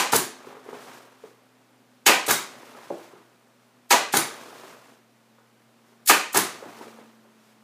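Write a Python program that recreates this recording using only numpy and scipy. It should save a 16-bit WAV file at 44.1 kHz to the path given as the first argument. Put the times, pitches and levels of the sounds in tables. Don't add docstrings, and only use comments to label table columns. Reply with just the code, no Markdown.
import sys
import numpy as np
from scipy import signal
from scipy.fft import rfft, irfft
from scipy.io import wavfile
from scipy.ndimage import uniform_filter1d

SR = 44100
rng = np.random.default_rng(int(sys.argv[2]) if len(sys.argv) > 2 else 0)


def bounce(signal):
    frames = np.transpose(np.atleast_2d(signal))
    limited = np.clip(frames, -1, 1)
    pcm = np.round(limited * 32767).astype(np.int16)
    wavfile.write(sys.argv[1], SR, pcm)


def voltage_ratio(level):
    return 10 ** (np.asarray(level, float) / 20)


N = 336483
LEAD = 8820

# start in seconds, level in dB, hold in ms, tilt in dB per octave.
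INLETS = [
    (-.08, -7, 14, -1.5),
    (2.064, -11.5, 16, -3),
    (3.907, -14, 19, -4.5),
    (6.075, -15.5, 12, 1.5),
    (6.088, -13, 18, -1.5),
]
INLET_RISE_MS, INLET_FALL_MS = 6.1, 14
# pitch in Hz, level in dB per Hz.
AIR_COLOUR = [(180, -65), (300, -33), (654, -29), (2120, -9), (2640, -11), (4630, -6.5), (5120, -8.5),
              (5750, -8), (6460, -5.5), (13400, -8.5), (15800, -10.5)]
# start in seconds, level in dB, rattle in ms, tilt in dB per octave, boom in dB.
BLOWS = [(-.078, -12.5, 43.5, 0.5, -18), (2.063, -13.5, 20.2, 1.1, -19.5), (2.086, -12.5, 19.9, 1, -25),
         (3.908, -15, 19.7, -5, -26.5), (3.927, -15.5, 18, -1.7, -24.5), (6.097, -10.5, 8.8, 3.5, -15),
         (6.108, -12, 5, 4.5, -26)]
# pitch in Hz, level in dB, time to fall 60 dB in seconds.
BOX = [(700, -23.5, 0.015), (829, -6, 0.1), (991, -2.5, 0.072), (1200, -2, 0.042), (1270, 5, 0.0028),
       (1567, -0.5, 0.028), (1930, 2, 0.018), (2330, -1.5, 0.0061), (2450, -0.5, 0.033),
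       (2740, -4.5, 0.011), (2900, -8, 0.013), (3900, -11, 0.0079)]
# pitch in Hz, level in dB, time to fall 60 dB in seconds.
HOLLOW = [(250, -12, .04), (327, 10, 0.13), (385, 10, 0.096), (490, -4.5, 0.053)]

# pitch in Hz, level in dB per Hz.
HUSH_COLOUR = [(35, -66), (60, -28.5), (96, -28.5), (130, -12), (171, -13), (227, -4), (286, -8.5),
               (436, -9.5), (1940, -18), (13400, -31), (15800, -34)]
HUSH_DB = -62.5
# time in seconds, pitch in Hz, level in dB.
MOTOR = [(0, 254.6, -52.5), (1.0, 258.8, -67), (1.9, 250, -67), (2.601, 246, -66), (3.3, 239.1, -75.5),
         (3.8, 244.6, -66.5), (4.6, 234.7, -69.5), (5.2, 228.1, -67.5), (6.0, 231.2, -64.5),
         (6.6, 226, -61), (6.95, 225.7, -53), (7.3, 223, -63.5), (7.63, 220.8, -61)]
HUM_HZ, HUM_DB = 121, -70.5

# start in seconds, level in dB, rise in ms.
VENTS = [(.124, -20.5, 9.6), (2.284, -20.5, 9), (4.137, -22, 4.7), (6.346, -22, 8.4)]
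VENT_SHUTS_MS, VENT_FALL_MS, VENT_TILT_DB = 3.7, 3.9, -1.7
# start in seconds, level in dB, rattle in ms, pitch factor, pushed air in dB.
POPS = [(.128, -14, 8.3, 1.05, -8), (.146, -23.5, 8.8, 0.62, 4), (2.280, -24, 11.5, 0.77, -13.5),
        (2.287, -20.5, 13, 1.07, -16.5), (2.306, -18.5, 11.1, 1.35, -16.5), (4.138, -15.5, 6.8, .93, -7),
        (4.158, -24.5, 9.6, 0.82, -9), (4.169, -20.5, 8.4, 1.41, -14.5), (6.339, -32, 4.7, 1.6, -17.5),
        (6.346, -22, 16.4, 0.81, -12.5), (6.357, -19, 18, 1.1, -9.5), (6.372, -21.5, 10, 1.4, -10.5)]
POP_TILT_DB = 2.5
# pitch in Hz, level in dB, time to fall 60 dB in seconds.
CHAMBER = [(626, -10, 0.01), (770, -4, 0.0047), (910, 4.5, 0.019), (1090, 3.5, 0.015), (1300, 3, 0.0092),
           (1524, 3.5, 0.011), (2257, -13.5, 0.02)]
# pitch in Hz, level in dB, time to fall 60 dB in seconds.
PUSHED_AIR = [(200.2, -15.5, 0.028), (338, -4, 0.039), (385, 8, 0.052), (447, 3, 0.087)]

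# start in seconds, level in dB, barrel ring in dB, puff in dB,
# puff tilt in dB per octave.
CLACKS = [(.161, -19.5, -14.5, -13, 4), (2.310, -24, 0.7, -11.5, 2.5), (4.170, -18, -9.5, -14.5, 0.5),
          (6.372, -23.5, -14, -11.5, 0.7)]
# pitch in Hz, level in dB, time to fall 60 dB in seconds.
PISTON = [(7370, -7, 0.039), (9500, -13, .07), (9700, 0.5, .065), (14110, -9.5, .05)]
BARREL_HZ, BARREL_T60 = 3780, .1
# rise, hold and fall in ms.
PUFF_MS = (4, 5.4, 4.9)
PUFF_LEAD_S = .0012

# time in seconds, drag on the box in dB.
SLIDES = [
    [(.3, -56), (.486, -49.5), (.626, -55), (.728, -49.5), (.954, -48), (1.042, -53), (1.224, -62.5),
     (1.644, -67), (2.03, -69)],
    [(2.48, -50), (2.952, -50.5), (3.04, -51.5), (3.076, -54.5), (3.168, -58), (3.44, -67.5), (3.87, -69.5)],
    [(4.32, -46), (4.728, -50.5), (4.81, -55), (4.942, -57.5), (5.062, -72.5), (6.03, -66.5)],
    [(6.52, -46.5), (6.622, -50), (6.84, -48.5), (7.008, -56), (7.202, -64), (7.63, -66)],
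]
WEAVE_DB = (-56.5, -55.5, -54, -55)
FIRM_DRAG_DB, WEAVE_GROWTH = -50, 1.2
# pitch in Hz, level in dB per Hz.
RUB_COLOUR = [(71, -47), (120, -15.5), (210, -15), (243, -2.5), (294, -8.5), (430, -4.5), (762, -6.5),
              (1220, -7), (4000, -26.5), (5200, -50), (8800, -120)]
# pitch in Hz, level in dB per Hz.
WEAVE_COLOUR = [(880, -37.5), (1500, -8.5), (2000, -12), (2430, -10.5), (3470, -12.5), (6330, -15),
                (14300, -23), (15800, -25)]
# middle in seconds, level in dB, half length in seconds.
BRUSHES = [(0.875, -64, 0.2), (1.267, -63.5, 0.1), (1.956, -76, .06), (3.05, -67, .05), (3.663, -76.5, .08),
           (5.899, -71, 0.067), (7.47, -70, .12)]
SCUFF_DB, SCUFF_S = -31, 0.041

# time in seconds, peak in dB, pitch in Hz, brightness in dB.
BUMPS = [(.47, -26.5, 368, -7), (.505, -34, 496, -5), (.526, -30, 385, 8), (.567, -30.5, 415, -2),
         (.661, -32, 423, -13), (.687, -23, 433, -5), (.728, -22, 413, -.6), (.749, -28, 645, -6),
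         (1.237, -26, 420, -7), (2.749, -33, 447, 0.1), (2.774, -31, 594, 4), (3.133, -33.5, 345, -12),
         (3.17, -34, 336, -10), (4.549, -37, 634, -3), (4.634, -26.5, 595, -4), (4.695, -36, 326, -5),
         (5.384, -40, 519, 5), (5.919, -45, 369, -4.5), (6.624, -26.5, 590, -14), (6.66, -24, 302, -3),
         (6.689, -31.5, 635, -15), (6.81, -24, 345, 2), (6.868, -28.5, 444, -7), (6.986, -30, 480, -6),
         (7.251, -41, 585, -10)]
BUMP_T60, BUMP_RISE_MS = 0.046, 4.6

# start in seconds, level in dB, tilt in dB per octave.
LEAKS = [(2.267, -24.5, -1.5), (3.896, -40, 5), (4.127, -25.5, -2), (6.062, -29, 3.5), (6.330, -30, 5)]
# rise, hold and fall in ms.
LEAK_MS = (8.6, 5.5, 3.1)

# pitch in Hz, level in dB, time to fall 60 dB in seconds.
THUD = [(149, -17.5, 0.047), (336, -10.5, 0.14), (453, -3.5, .04), (596, 2.5, 0.03), (745, -1, 0.029),
        (1006, -8, 0.026), (1600, -16, 0.014)]
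THUD_S, THUD_DB = 2.9022, -12

# pitch in Hz, level in dB,
# time to fall 60 dB in seconds.
BOARD = [(1036, -5, 0.054), (1218, 4, 0.045), (1356, -2, 0.034), (1510, -0.5, 0.045), (1670, -4.5, .035),
         (1850, -3, 0.033), (2070, -4, 0.027), (2306, -5.5, .03), (2480, -4, 0.028), (2630, -6, .03)]
SLAM_S, SLAM_DB, BITE_MS = 6.096, -2, 2.5

# pitch in Hz, time to fall 60 dB in seconds.
ROOM = [(150, 0.34), (400, 0.42), (1000, 0.39), (2500, 0.45), (6000, 0.41), (14000, .24)]
# delay in ms, level in dB.
WALLS = [(2.3, -6), (4.1, -15.5), (7.2, -12), (11.5, -13.5), (16, -10.5)]
WET_DB = -2


def evened(x):
    return x / np.sqrt(np.mean(x ** 2) + 1e-20)


def read(points, hz):
    f, value = np.transpose(points)
    return np.interp(np.log(hz + 1), np.log(f + 1), value)


def silence():
    return np.zeros(N + LEAD)


def add(mix, s, sound):
    part = mix[round(s * SR) + LEAD:][:len(sound)]
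    part += sound[:len(part)]


def hiss(colour, size, tilt_db=0.):
    hz = np.fft.rfftfreq(size, 1 / SR)
    gain = voltage_ratio(read(colour, hz) + tilt_db * np.log2((hz + 50) / 6000))
    return evened(irfft(rfft(rng.standard_normal(size)) * gain, size))


def drift(size, smooth):
    once = uniform_filter1d(rng.standard_normal(size), smooth)
    return evened(uniform_filter1d(once, smooth))


def ring(modes, pitch=1., tilt_db=0., detune=.07):
    t = np.arange(5000)[:, None] / SR
    hz, db, t60 = np.tile(np.transpose(modes), 3)
    hz = hz * pitch * (1 + detune * rng.uniform(-1, 1, len(hz)))
    db = db + tilt_db * np.log2(hz / 1200) + rng.standard_normal(len(hz))
    x = (voltage_ratio(db - 60 * t / t60) * np.sin(2 * np.pi * hz * t)).sum(1)
    return x / np.sqrt(np.mean(x[:300] ** 2))


def add_jet(mix, s, db, rise_ms, hold_ms, fall_ms, tilt_db):
    ms = np.arange(-1024, 3072) / SR * 1000
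    swell_db = 30 * np.minimum(ms / rise_ms, 0)
    fade_db = 20 * np.maximum(ms - hold_ms, 0) / fall_ms
    level = voltage_ratio(db + swell_db - fade_db + 1.5 * drift(len(ms), 40))
    add(mix, s - 1024 / SR, level * hiss(AIR_COLOUR, len(ms), tilt_db))


def blow(modes, hollow, per_s, db, rattle_ms, pitch, tilt_db, boom_db):
    ms = np.arange(3000) / SR * 1000
    signs = rng.choice([-1, 1], len(ms))
    knocks = signs * (rng.random(len(ms)) < per_s / SR) * (ms < rattle_ms)
    knocks[0] = 1
    body = ring(modes, pitch, tilt_db) + voltage_ratio(boom_db) * ring(hollow, detune=0.059)
    x = signal.fftconvolve(knocks, body)
    loud_part = x[:round(rattle_ms * SR / 1000) + 200]
    return voltage_ratio(db) * x / np.sqrt(np.mean(loud_part ** 2))


def inlet_air():
    mix = silence()
    for s, db, hold_ms, tilt_db in INLETS:
        add_jet(mix, s, db, INLET_RISE_MS, hold_ms, INLET_FALL_MS, tilt_db)
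    return mix


def driver_blows():
    mix = silence()
    panel = signal.butter(2, 260, "high", fs=SR, output="sos")
    for s, db, rattle_ms, tilt_db, boom_db in BLOWS:
        sound = blow(BOX, HOLLOW, 1800, db, rattle_ms, 1, tilt_db, boom_db)
        add(mix, s, signal.sosfilt(panel, sound))
    return mix


def background():
    t = np.arange(N) / SR
    s, hz, db = np.transpose(MOTOR)
    turns = np.cumsum(np.interp(t, s, hz) + 1.1 * drift(N, 2500)) / SR
    motor = voltage_ratio(np.interp(t, s, db) + 0.83 * drift(N, 1800)) * np.sin(2 * np.pi * turns)
    hum = voltage_ratio(HUM_DB + 1.3 * drift(N, 3000)) * np.sin(2 * np.pi * HUM_HZ * t)
    return voltage_ratio(HUSH_DB) * hiss(HUSH_COLOUR, N) + np.sqrt(2) * (motor + hum)


def exhaust_vents():
    mix = silence()
    for (open_s, db, rise_ms), (clack_s, *_) in zip(VENTS, CLACKS):
        hold_ms = (clack_s - open_s) * 1000 - VENT_SHUTS_MS
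        add_jet(mix, open_s, db, rise_ms, hold_ms, VENT_FALL_MS, VENT_TILT_DB)
    return mix


def valve_pops():
    mix = silence()
    for s, db, rattle_ms, pitch, push_db in POPS:
        add(mix, s, blow(CHAMBER, PUSHED_AIR, 700, db, rattle_ms, pitch, POP_TILT_DB, push_db))
    return mix


def piston_clacks():
    mix = silence()
    for s, db, barrel_db, puff_db, tilt_db in CLACKS:
        add_jet(mix, s - PUFF_LEAD_S, puff_db, *PUFF_MS, tilt_db)
        metal = PISTON + [(BARREL_HZ, barrel_db, BARREL_T60)]
        add(mix, s, voltage_ratio(db) * ring(metal, detune=0.014))
    return mix


def cloth():
    mix = silence()
    for rows, weave_db in zip(SLIDES, WEAVE_DB):
        s, drag_db = np.transpose(rows)
        t = np.arange(s[0] - .15, s[-1] + .05, 1 / SR)
        rub_db = np.interp(t, s, drag_db)
        scuff = sum(voltage_ratio(db + SCUFF_DB - 20 * abs(t - at - .02) / SCUFF_S) for at, db, *_ in BUMPS)
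        grain_db = 2 * drift(len(t), 150)
        rub = hiss(RUB_COLOUR, len(t)) * (voltage_ratio(rub_db) + scuff) * voltage_ratio(grain_db)
        brush = sum(voltage_ratio(db - 20 * ((t - at) / length) ** 2) for at, db, length in BRUSHES)
        level = voltage_ratio(weave_db + WEAVE_GROWTH * (rub_db - FIRM_DRAG_DB)) + brush
        weave = hiss(WEAVE_COLOUR, len(t)) * level * voltage_ratio(1.2 * drift(len(t), 300))
        fade_in = np.clip((t - t[0]) / 0.18, 0, 1)
        add(mix, t[0], (rub + weave) * fade_in)
    return mix


def soft_swell():
    ms = np.arange(5000) / SR * 1000
    rise = np.sin(np.pi / 2 * np.minimum(ms / BUMP_RISE_MS, 1)) ** 2
    return rise * np.exp(-(ms / 150) ** 4)


def bumps():
    mix, t60 = silence(), BUMP_T60
    for s, db, hz, bright_db in BUMPS:
        modes = [(hz, 0, t60), (hz * 0.614, -10, t60 * 1.5), (hz * .82, -5, t60),
                 (hz * 1.117, -3, t60 * 0.5), (hz * 1.5, -4, t60 * 0.6),
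                 (hz * 2.0, bright_db, t60 * .5), (hz * 2.7, bright_db, t60 * 0.58),
                 (hz * 3.3, bright_db - 6.5, t60 * 0.38), (hz * 4.1, bright_db - 7.0, t60 * 0.21)]
        knock = ring(modes, detune=0.077) * soft_swell()
        add(mix, s - BUMP_RISE_MS / 3000, voltage_ratio(db - 1.5) * knock)
    return mix


def trigger_leaks():
    mix = silence()
    for s, db, tilt_db in LEAKS:
        add_jet(mix, s, db, *LEAK_MS, tilt_db)
    return mix


def box_thud():
    mix = silence()
    add(mix, THUD_S, voltage_ratio(THUD_DB) * ring(THUD, detune=.06) * soft_swell())
    return mix


def slam():
    mix, ms = silence(), np.arange(5000) / SR * 1000
    bite = np.minimum(ms / BITE_MS, 1)
    add(mix, SLAM_S, voltage_ratio(SLAM_DB) * ring(BOARD, detune=.03) * bite)
    return mix


def knocks_and_air(slam_db=0., bump_db=0.):
    gun = inlet_air() + driver_blows() + exhaust_vents() + valve_pops() + piston_clacks() + trigger_leaks()
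    x = gun + voltage_ratio(slam_db) * slam() + voltage_ratio(bump_db) * (bumps() + box_thud())
    return signal.sosfilt(signal.butter(2, 150, "high", fs=SR, output="sos"), x)


def room_tail():
    taps, at = np.zeros(SR), np.arange(300, SR - 12, 12)
    taps[at + rng.integers(0, 12, len(at))] = rng.choice([-1., 1.], len(at))
    taps *= np.minimum(np.arange(SR) / 900, 1)
    hz, lag, z = signal.stft(taps, SR, nperseg=256)
    decay = voltage_ratio(-60 * lag / read(ROOM, hz)[:, None])
    tail = signal.istft(z * decay, SR, nperseg=256)[1]
    return tail / np.linalg.norm(tail)


def room():
    direct = knocks_and_air()
    out = direct.copy()
    for ms, db in WALLS:
        lag = round(ms * SR / 1000)
        out[lag:] += voltage_ratio(db) * direct[:-lag]
    for _ in range(8):
        source = knocks_and_air(slam_db=-4.5, bump_db=-3)
        out += voltage_ratio(WET_DB - 9) * signal.fftconvolve(source, room_tail())[:len(out)]
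    return out


def scene():
    near = voltage_ratio(-3.5) * room() + cloth()
    return (near[LEAD:] + background())[None]


def roll_off(x):
    return signal.sosfilt(signal.butter(12, 15970, fs=SR, output="sos"), x)


def record(dry):
    x = signal.sosfilt(signal.butter(4, 105, "high", fs=SR, output="sos"), dry)
    squashed = np.sign(x) * (.8 + .2 * np.tanh((abs(x) - .8) / .2))
    x = np.where(abs(x) < .8, x, squashed)
    treble_limit = signal.firwin(767, 15480, window=("kaiser", 8), fs=SR)
    x = signal.oaconvolve(x, treble_limit[None], "same")
    return roll_off(np.clip(x, -1, 1))


dry = scene()
out = record(dry)
bounce(out)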